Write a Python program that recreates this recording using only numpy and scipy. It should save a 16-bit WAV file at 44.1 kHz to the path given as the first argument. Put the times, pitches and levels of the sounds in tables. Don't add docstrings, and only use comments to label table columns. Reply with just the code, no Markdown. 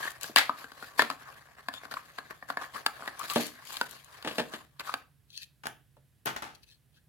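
import sys
import numpy as np
from scipy import signal
from scipy.fft import rfft, irfft, next_fast_len
from scipy.io import wavfile
from scipy.ndimage import uniform_filter1d

SR = 44100
rng = np.random.default_rng(int(sys.argv[2]) if len(sys.argv) > 2 else 0)


def inscribe(sig):
    pcm = np.round(np.clip(np.atleast_2d(sig).T, -1, 1) * 32767)
    wavfile.write(sys.argv[1], SR, pcm.astype(np.int16))


N = 312624
T = np.arange(N) / SR
HIT = T[:SR // 4]
LEAD_S = 0.005
TOP_HZ = 16300


def amp(db):
    return 10 ** (np.asarray(db) / 20)


def unit(x):
    return x / np.sqrt(np.mean(np.sum(x ** 2, axis=-1)))


def sized(x, db):
    return unit(x) * amp(db) * np.sqrt(SR / 100)


def at(points, hz):
    f, value = np.transpose(points)
    return np.interp(np.log(np.maximum(hz, 1)), np.log(f), value)


def through(x, response):
    return signal.fftconvolve(np.atleast_2d(x), np.atleast_2d(response), axes=-1)[:, :x.shape[-1]]


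def colour(x, points, size=2048):
    levels_db = at(points, np.fft.rfftfreq(size, 1 / SR))
    cepstrum = irfft(np.log(amp(levels_db)))
    cepstrum[1:size // 2] *= 2
    cepstrum[size // 2 + 1:] = 0
    return through(x, unit(irfft(np.exp(rfft(cepstrum)))))


def pair(count, apart):
    common, left, right = rng.standard_normal((3, count))
    return (common + apart * np.array([left, right])) / np.hypot(1, apart)


def panned(x, pan_db):
    gains = amp(np.array([[pan_db], [-pan_db]]) / 2)
    return x * gains / np.sqrt(np.mean(gains ** 2))


def add(out, s, x):
    i = max(int(s * SR), 0)
    out[:, i:i + x.shape[-1]] += x[:, :N - i]


def ring(hz, t60):
    return np.sin(2 * np.pi * hz * HIT) * np.exp(-np.log(1000) * HIT / t60)


def contact(fade_s, scatter, apart, creep=0.15, grain_db=0):
    t = HIT - LEAD_S
    clump_sizes = amp(grain_db * np.clip(rng.standard_normal(len(HIT)), -2, 2))
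    clumps = clump_sizes[(HIT * 1000).astype(int)]
    before = creep * np.exp(-np.abs(t) / 0.002)
    after = np.exp(-np.abs(t) / fade_s)
    slips = np.where(t < 0, before, after)
    push = scatter * unit(pair(len(HIT), apart) * slips * clumps)
    push[:, int(LEAD_S * SR)] += 1
    return push


def crackle(rate, spread_db, apart):
    strength = np.minimum(rng.exponential(size=N), 4)
    breaks = rng.random(N) < rate / SR
    sizes = amp(spread_db * strength) * breaks
    return unit(sizes * np.clip(pair(N, apart), -2, 2)) * np.sqrt(N)


def flutter(rate, depth_db):
    k = int(SR / rate)
    steps = np.repeat(rng.standard_normal(N // k + 1), k)
    return amp(depth_db * uniform_filter1d(steps, k)[:N])


def flexing(x, depth_db, width_hz, hold_s, size=512):
    _, _, frames = signal.stft(x, nperseg=size)
    field = rng.standard_normal(frames.shape[1:])
    for axis, span in enumerate([width_hz * size / SR, hold_s * SR / (size / 2)]):
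        blur = np.exp(-(np.arange(-20, 21) / span) ** 2)
        field = signal.fftconvolve(field, np.expand_dims(blur, 1 - axis), "same")
    gain = amp(depth_db * np.clip(field / field.std(), -2, 2))
    gain = gain / np.sqrt(np.mean(gain ** 2))
    return signal.istft(frames * gain, nperseg=size)[1][:, :N]


# (time [s], level [dB], panel pitch [Hz], crack relative to level [dB])
BUCKLES = [(0.242, -40, 780, -3.5), (0.361, -19, 1120, 2.5), (0.3853, -24.5, 1280, 3.5),
           (0.4945, -22.5, 1030, -23), (0.6429, -40.5, 730, -12), (0.719, -46.5, 1130, -7),
           (0.8257, -39, 814, -14.5), (0.9939, -14.5, 1010, -14.5), (1.021, -25, 1120, -4.5),
           (1.1011, -29.5, 1130, -7), (1.112, -36, 1330, -11), (1.6855, -30, 1074, -8.5),
           (1.739, -43.5, 1060, 0.5), (1.853, -43.5, 1170, -10), (1.9129, -42.5, 870, -4),
           (1.9399, -38, 1130, -4.5), (2.1855, -35.5, 1190, -8.5), (2.4257, -41.5, 1140, -21),
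           (2.5017, -29.5, 1135, -13), (2.5717, -28, 1080, -16.5), (2.6247, -41.5, 1170, -14),
           (2.8632, -23.5, 1314, -0.5), (3.023, -40.5, 1260, -23), (3.077, -33.5, 880, -7.5),
           (3.2997, -42, 1110, 8), (3.7692, -44, 1300, 8), (3.8126, -24, 970, -8),
           (4.226, -50.5, 1140, 3.5), (4.7971, -43, 1200, 3.5), (4.9401, -29, 1247, -4.5)]
# (frequency [Hz], level [dB], 60 dB decay time [s])
CARD_RINGING = [(208, -5, 0.0073), (278, 0.5, 0.068), (503, 9, 0.013)]
# (level [dB], thump relative to level [dB])
CARD_THUMP = [(-40, -12.5), (-18.5, -18.5)]
# (time [s], left minus right [dB])
PACK_PLACE = [(0.4, 5), (1.7, 4), (3.0, 3), (3.8, 1.9), (4.9, -1)]
# (frequency [Hz], level per Hz [dB])
SHELL_TONE = [(150, -25), (400, -8.5), (700, -3), (1100, 6.5), (1850, 4), (2300, 1), (3200, -17),
              (6000, -38)]
# (frequency [Hz], level per Hz [dB])
BOARD_TONE = [(40, -31.5), (100, -13.5), (180, 0), (700, 2.5), (1300, -9), (4000, -32.5)]
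# (frequency [Hz], level per Hz [dB])
CRACK_TONE = [(1200, -44.5), (2300, -1), (3000, 0.5), (3700, 1.5), (4300, 1), (4900, 2), (5700, -21.5),
              (9000, -30)]
# (frequency [Hz], level per Hz [dB])
FIZZ_TONE = [(3500, -24), (5400, -6), (7200, 3), (8800, -4.5), (11000, 3), (13000, -2.5), (16000, -7)]
WALL_HZ, WALL_SPREAD = 1609, 0.11
FIZZ_DB, FIZZ_PAN_DB = -8, 3.5
TREBLE_SHADE = 1.7


def snaps():
    out = np.zeros((2, N))
    card = sum(amp(mode_db) * ring(hz, t60) for hz, mode_db, t60 in CARD_RINGING)
    for s, db, panel_hz, crack_db in BUCKLES:
        wall_hz = WALL_HZ * (1 + WALL_SPREAD * rng.standard_normal())
        modes = ring(panel_hz, 0.015) + 1.2 * ring(0.66 * panel_hz, 0.014)
        modes += 1.1 * ring(wall_hz, 0.02) + 0.45 * ring(1.25 * wall_hz, 0.012)
        modes[0] += 12.0
        creep = np.interp(db, [-38, -22], [0.6, 0.1])

        shell = colour(through(contact(0.014, 0.34, 0.15, creep), modes), SHELL_TONE)
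        thump = colour(through(contact(0.0022, 1.0, 0.36), card), BOARD_TONE)
        crack = colour(contact(0.0035, 1.4, 1.0, creep), CRACK_TONE)
        fizz = colour(contact(0.0029, 1.3, 2.3), FIZZ_TONE)

        pan_db = np.interp(s, *np.transpose(PACK_PLACE))
        thump_db = db + np.interp(db, *np.transpose(CARD_THUMP))
        snap = sized(thump, thump_db) + panned(sized(shell, db), pan_db)
        snap += panned(sized(crack, db + crack_db), TREBLE_SHADE * pan_db)
        snap += panned(sized(fizz, db + crack_db + FIZZ_DB), FIZZ_PAN_DB)
        add(out, s - LEAD_S, snap)
    return out


# (peak time [s], length [s], rustle level [dB], tearing fibres relative to rustle [dB])
HAND_TUGS = [(0.03, 0.12, -40.5, -3), (0.248, 0.083, -47, 2.5), (0.6, 0.078, -49, -2.5),
             (0.834, 0.11, -48, -3), (0.99, 0.025, -36, 2), (1.1, .09, -47.5, -7), (1.287, 0.3, -52.5, -9),
             (1.59, 0.044, -53, -10), (1.751, 0.061, -49, -2.5), (1.826, 0.052, -47.5, -9.5),
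             (1.92, .022, -41.5, -7.5), (1.948, 0.082, -51.5, 0), (2.187, 0.025, -46.5, -9),
             (2.309, 0.029, -43, -11), (2.503, 0.046, -43.5, -5.5), (2.622, 0.073, -44, -5.5),
             (2.765, 0.077, -42, -5.5), (3.035, 0.27, -47, -8), (3.224, 0.087, -44, 1),
             (3.306, 0.021, -43.5, 6), (3.358, 0.19, -48, 11.5), (3.736, 0.19, -49, 5.5),
             (3.94, 0.15, -56.5, 3.5), (4.145, 0.089, -52, -2.5), (4.333, 0.24, -49.5, -0.5),
             (4.545, 0.12, -49.5, -3), (4.806, 0.024, -43.5, -4.5), (4.877, 0.095, -45.5, -1.5)]
# (time [s], level [dB])
HELD_RUSTLE = [(0, -56), (1.05, -57.5), (1.5, -66.5), (2.08, -56), (2.45, -62.5), (2.9, -57.5),
               (3.6, -55.5), (4.5, -64), (4.7, -73.5), (4.98, -57), (5.12, -92.5)]
# (frequency [Hz], level per Hz [dB])
RUSTLE_TONE = [(80, -23), (220, -8.5), (420, -8), (700, -0.5), (900, -3.5), (1110, 5), (1350, -3.5),
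               (1660, 4), (2100, -5), (2700, -13), (5000, -33.5)]
# (frequency [Hz], level per Hz [dB])
FIBRE_TONE = [(1200, -15), (2400, 0.5), (3400, -0.5), (4400, 2), (5600, -6.5), (7200, -5), (9000, -10),
              (11400, -3.5), (13000, -8), (16000, -16.5)]
GRIP_FIBRES_DB = -4.5
TUG_RISE = 0.38


def peeling():
    shell_power = amp(np.interp(T, *np.transpose(HELD_RUSTLE))) ** 2
    fibre_power = shell_power * amp(GRIP_FIBRES_DB) ** 2
    for s, length_s, db, tearing_db in HAND_TUGS:
        power = tug(s, length_s) * amp(db) ** 2
        shell_power = shell_power + power
        fibre_power = fibre_power + power * amp(tearing_db) ** 2
    shell = colour(crackle(rate=1400, spread_db=1.5, apart=0.93), RUSTLE_TONE) * np.sqrt(shell_power)
    fibres = colour(crackle(rate=4100, spread_db=1, apart=8.2), FIBRE_TONE) * np.sqrt(fibre_power)
    pull = panned(shell, pan_db=2) + panned(fibres, pan_db=5.0)
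    pull = pull * flutter(rate=120, depth_db=2.5) * amp(0.18)
    return flexing(pull, depth_db=2.5, width_hz=250, hold_s=0.014)


def tug(s, length_s):
    side_s = length_s * np.where(T < s, TUG_RISE, 1 - TUG_RISE)
    progress = (T - s) / side_s
    return np.exp(-2 * np.minimum(progress ** 2, 20))


# (time [s], level [dB], time to fade to 1/e [s])
SEAM_RIPS = [(0.368, -15.5, .032), (0.998, -26, .03), (3.401, -35, 0.029)]
# (frequency [Hz], level per Hz [dB])
SEAM_TONE = [(150, -24), (400, -15.5), (700, -3.5), (1200, -4.5), (2000, 5), (2800, -5.5), (4200, -3.5),
             (5600, -14.5), (8500, -19.5), (11500, -17), (16000, -29)]


def rips():
    force = np.zeros((1, N))
    for s, db, fade_s in SEAM_RIPS:
        add(force, s, amp(db) * np.exp(-HIT[None] / fade_s))
    breaks = crackle(rate=5400, spread_db=1, apart=3.1)
    return panned(colour(breaks * force, SEAM_TONE), pan_db=3)


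# (time [s], level [dB])
STRAND_POPS = [(0.1055, -46.5), (0.117, -49), (0.2112, -44.5), (0.2323, -35.5), (3.1935, -41), (3.335, -37),
               (3.4666, -40.5), (3.652, -51.5), (3.7288, -46), (3.893, -54), (3.911, -46), (4.045, -53)]


def pops():
    out = np.zeros((2, N))
    for s, db in STRAND_POPS:
        push = contact(0.003, 3, 1.2)
        pop = sized(colour(push, FIZZ_TONE), db) + sized(colour(push, CRACK_TONE), db - 7)
        add(out, s - LEAD_S, panned(pop, pan_db=10.5))
    return out


# (centre time [s], half length [s], central pitch [Hz], level [dB])
PLASTIC_SQUEAKS = [(0.035, 0.015, 1720, -34.5), (0.08, 0.0063, 1750, -33), (1.765, 0.023, 3540, -46.5),
                   (1.971, 0.0043, 1020, -32.5), (2.76, .012, 1100, -35.5), (3.199, .004, 1156, -30),
                   (3.215, 0.0065, 1214, -32), (3.315, .02, 1195, -35.5), (4.895, .011, 1300, -34.5),
                   (5.368, .005, 4350, -42.5), (5.428, 0.007, 1790, -52), (6.98, 0.014, 1635, -67)]


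def squeaks():
    out = np.zeros((2, N))
    waver, grip = flutter(rate=720, depth_db=0.74), flutter(rate=450, depth_db=5.5)
    for s, half_s, hz, db in PLASTIC_SQUEAKS:
        now = np.abs(T - s) < 4 * half_s
        wavering_hz = hz + 1200 * (waver[now] - 1)
        phase = 2 * np.pi * np.cumsum(wavering_hz) / SR
        slips = np.sin(phase) + 0.18 * np.sin(2 * phase)
        swell = np.exp(-((T[now] - s) / half_s) ** 2)
        out[:, now] += panned(slips * swell * grip[now] * amp(db), pan_db=5.0)
    return out


# (time [s], level [dB], rattle relative to level [dB])
CAR_KNOCKS = [(0.2956, -41, -28), (1.021, -30.5, -19), (3.3598, -16, -11), (3.3978, -29.5, -15),
              (4.2476, -33.5, -3.5), (4.2624, -32.5, -14), (4.275, -30.5, 1), (4.3118, -39.5, 0.5),
              (4.333, -49.5, 3), (4.3832, -24.5, -2.5), (4.3975, -25.5, -6), (4.5374, -36, 0),
              (5.9681, -55, -16)]
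# (frequency [Hz], level [dB], 60 dB decay time [s])
TABLE_RINGING = [(221, -5, .13), (242.4, -4, 0.17), (302, -6.5, 0.29), (388, -10.5, .14),
                 (464, -4.5, 0.078), (523, -4.5, 0.047), (596, -2, 0.096), (652, -13.5, 0.19),
                 (876, 0, 0.055)]
# (frequency [Hz], level per Hz [dB])
RATTLE_TONE = [(500, -12.5), (1100, 2.5), (1400, -1.5), (1650, 5), (2100, -4), (3050, 0.5), (4500, -5.5),
               (6000, -16), (11000, -19), (16000, -26.5)]


def knocks():
    out = np.zeros((2, N))
    for s, db, rattle_db in CAR_KNOCKS:
        wood = sum(amp(mode_db) * rng.choice([-1, 1]) * ring(hz, t60) for hz, mode_db, t60 in TABLE_RINGING)
        boom = sized(colour(through(contact(0.0052, 0.25, 0.6), wood), BOARD_TONE), db - 5.5)
        thud = sized(colour(contact(0.011, 0.84, 0.6), BOARD_TONE), db - 5.5)
        rattle = sized(colour(contact(0.015, 2.9, 0.46, grain_db=2.5), RATTLE_TONE), db + rattle_db)
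        add(out, s - LEAD_S, panned(boom + thud, pan_db=-1.5) + panned(rattle, pan_db=5.5))
    return out


# (centre time [s], half length [s], relative level [dB])
SHELL_SLIDES = [(5.303, 0.0028, -59), (5.372, 0.044, -50), (5.377, 0.0023, -43), (5.427, 0.017, -46.5),
                (6.552, 0.0067, -47.5), (6.635, 0.009, -57), (6.711, 0.034, -57.5), (6.964, 0.029, -66)]
# (frequency [Hz], level [dB], 60 dB decay time [s])
LOOSE_SHELL_RINGING = [(1736, -10.5, 0.02), (2566, -1, 0.019), (3190, 2.5, 0.0055), (4250, 6, 0.0054),
                       (6200, -2, 0.0052)]


def slides():
    pressure = 0
    for s, half_s, db in SHELL_SLIDES:
        pressure = pressure + amp(db) * np.exp(-np.minimum(((T - s) / half_s) ** 2, 20))
    modes = 0
    for k, (hz, db, t60) in enumerate(LOOSE_SHELL_RINGING):
        modes = modes + (-1) ** k * amp(db) * ring(hz, t60) / np.sqrt(t60)
    ticks = pressure * crackle(rate=2000, spread_db=2, apart=1)
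    slide = through(ticks, unit(modes)) + amp(-8.5) * colour(ticks, FIZZ_TONE)
    return flexing(panned(slide, pan_db=4.5), depth_db=3.5, width_hz=260, hold_s=0.013)


# (time [s], level [dB], edge tick relative to level [dB], clatter time to fade to 1/e [s])
PACK_DROPS = [(5.636, -46.5, -19, 0.028), (5.6562, -40, -22, 0.014), (5.669, -36, -10, 0.0037),
              (6.258, -36, 0, 0.02), (6.2679, -30, -20, 0.027), (6.363, -37, -16, 0.015),
              (6.422, -38.5, -14, 0.014), (6.441, -42, -32, 0.043)]
# (frequency [Hz], level per Hz [dB])
PACK_TONE = [(40, -10.5), (130, -5), (260, -3), (550, -5), (850, 3.5), (1500, 4.5), (2200, -3), (4300, -9),
             (6000, -12.5), (11000, -20.5), (16000, -30)]
# (frequency [Hz], level per Hz [dB])
EDGE_TONE = [(2500, -2), (5000, -5), (8500, -5.5), (11000, 14), (13000, 1), (16000, 2)]
PACK_BOOM_HZ, PACK_BOOM_T60_S, PACK_BOOM_DB = 903, 0.082, -12.5


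def drops():
    out = np.zeros((2, N))
    for s, db, tick_db, clatter_s in PACK_DROPS:
        push = contact(clatter_s, 4.04, 1.3, grain_db=3.0)
        clatter = sized(colour(push, PACK_TONE), db)
        boom = sized(through(push, ring(PACK_BOOM_HZ, PACK_BOOM_T60_S)), db + PACK_BOOM_DB)
        tick = sized(colour(contact(0.0011, 3.9, 1.7), EDGE_TONE), db + tick_db)
        add(out, s - LEAD_S, panned(clatter + boom, pan_db=3.0) + panned(tick, pan_db=8))
    return out


def dispersed(x, delay_s):
    size = next_fast_len(N + SR)
    hz = np.fft.rfftfreq(size, 1 / SR)
    turns = delay_s * (2 * np.sqrt(1000 * hz) - hz / 2)
    return irfft(rfft(x, size) * np.exp(-2j * np.pi * turns), size)[:, :N]


def left_late(x, count):
    return np.array([np.roll(x[0], count), x[1]])


# (frequency [Hz], 60 dB decay time [s])
ROOM_DECAY = [(150, 0.37), (500, 0.34), (1200, 0.25), (3500, 0.32), (8000, 0.18), (16000, 0.33)]


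def room(count=10):
    t = T[:SR]
    hz = np.fft.rfftfreq(SR, 1 / SR)
    centres = np.geomspace(100, TOP_HZ, count)
    noise = rfft(pair(SR, 1.1))
    tail = 0
    for centre_hz, share in zip(centres, np.eye(count)):
        band = irfft(noise * at(list(zip(centres, share)), hz))
        tail = tail + band * np.exp(-np.log(1000) * t / at(ROOM_DECAY, centre_hz))
    build_up = np.clip((t - 0.004) / 0.0055, 0, 1)
    return unit(tail * build_up)


# (frequency [Hz], level per Hz [dB])
HUM_TONE = [(25, -18.5), (65, -3.5), (100, -7), (140, 1), (190, -16), (260, -19.5), (500, -27.5),
            (1200, -33.5), (1650, -28.5), (2200, -32.5), (3200, -32.5), (6500, -38), (11300, -32),
            (16000, -38)]


def hum():
    return panned(colour(pair(N, 0.69), HUM_TONE, size=8192), pan_db=-2.5) * amp(-65.5)


def scene():
    handling = snaps() + pops() + peeling() + rips() + squeaks() + slides() + knocks()
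    near = left_late(dispersed(handling, delay_s=0.0008), count=5)
    far = left_late(drops(), count=14)
    into_room = amp(-11.5) * near.mean(axis=0) + amp(-1.5) * far.mean(axis=0)
    return near + amp(4.0) * far + through(into_room, room()) + hum()


def record(dry):
    bass_cut = signal.butter(2, 44.6, "high", fs=SR, output="sos")
    top_cut = signal.ellip(10, 0.2, 80, TOP_HZ, fs=SR, output="sos")
    thinned = signal.sosfilt(bass_cut, dry)
    return signal.sosfilt(top_cut, np.clip(thinned, -1, 1))


dry = scene()
out = record(dry)
inscribe(out)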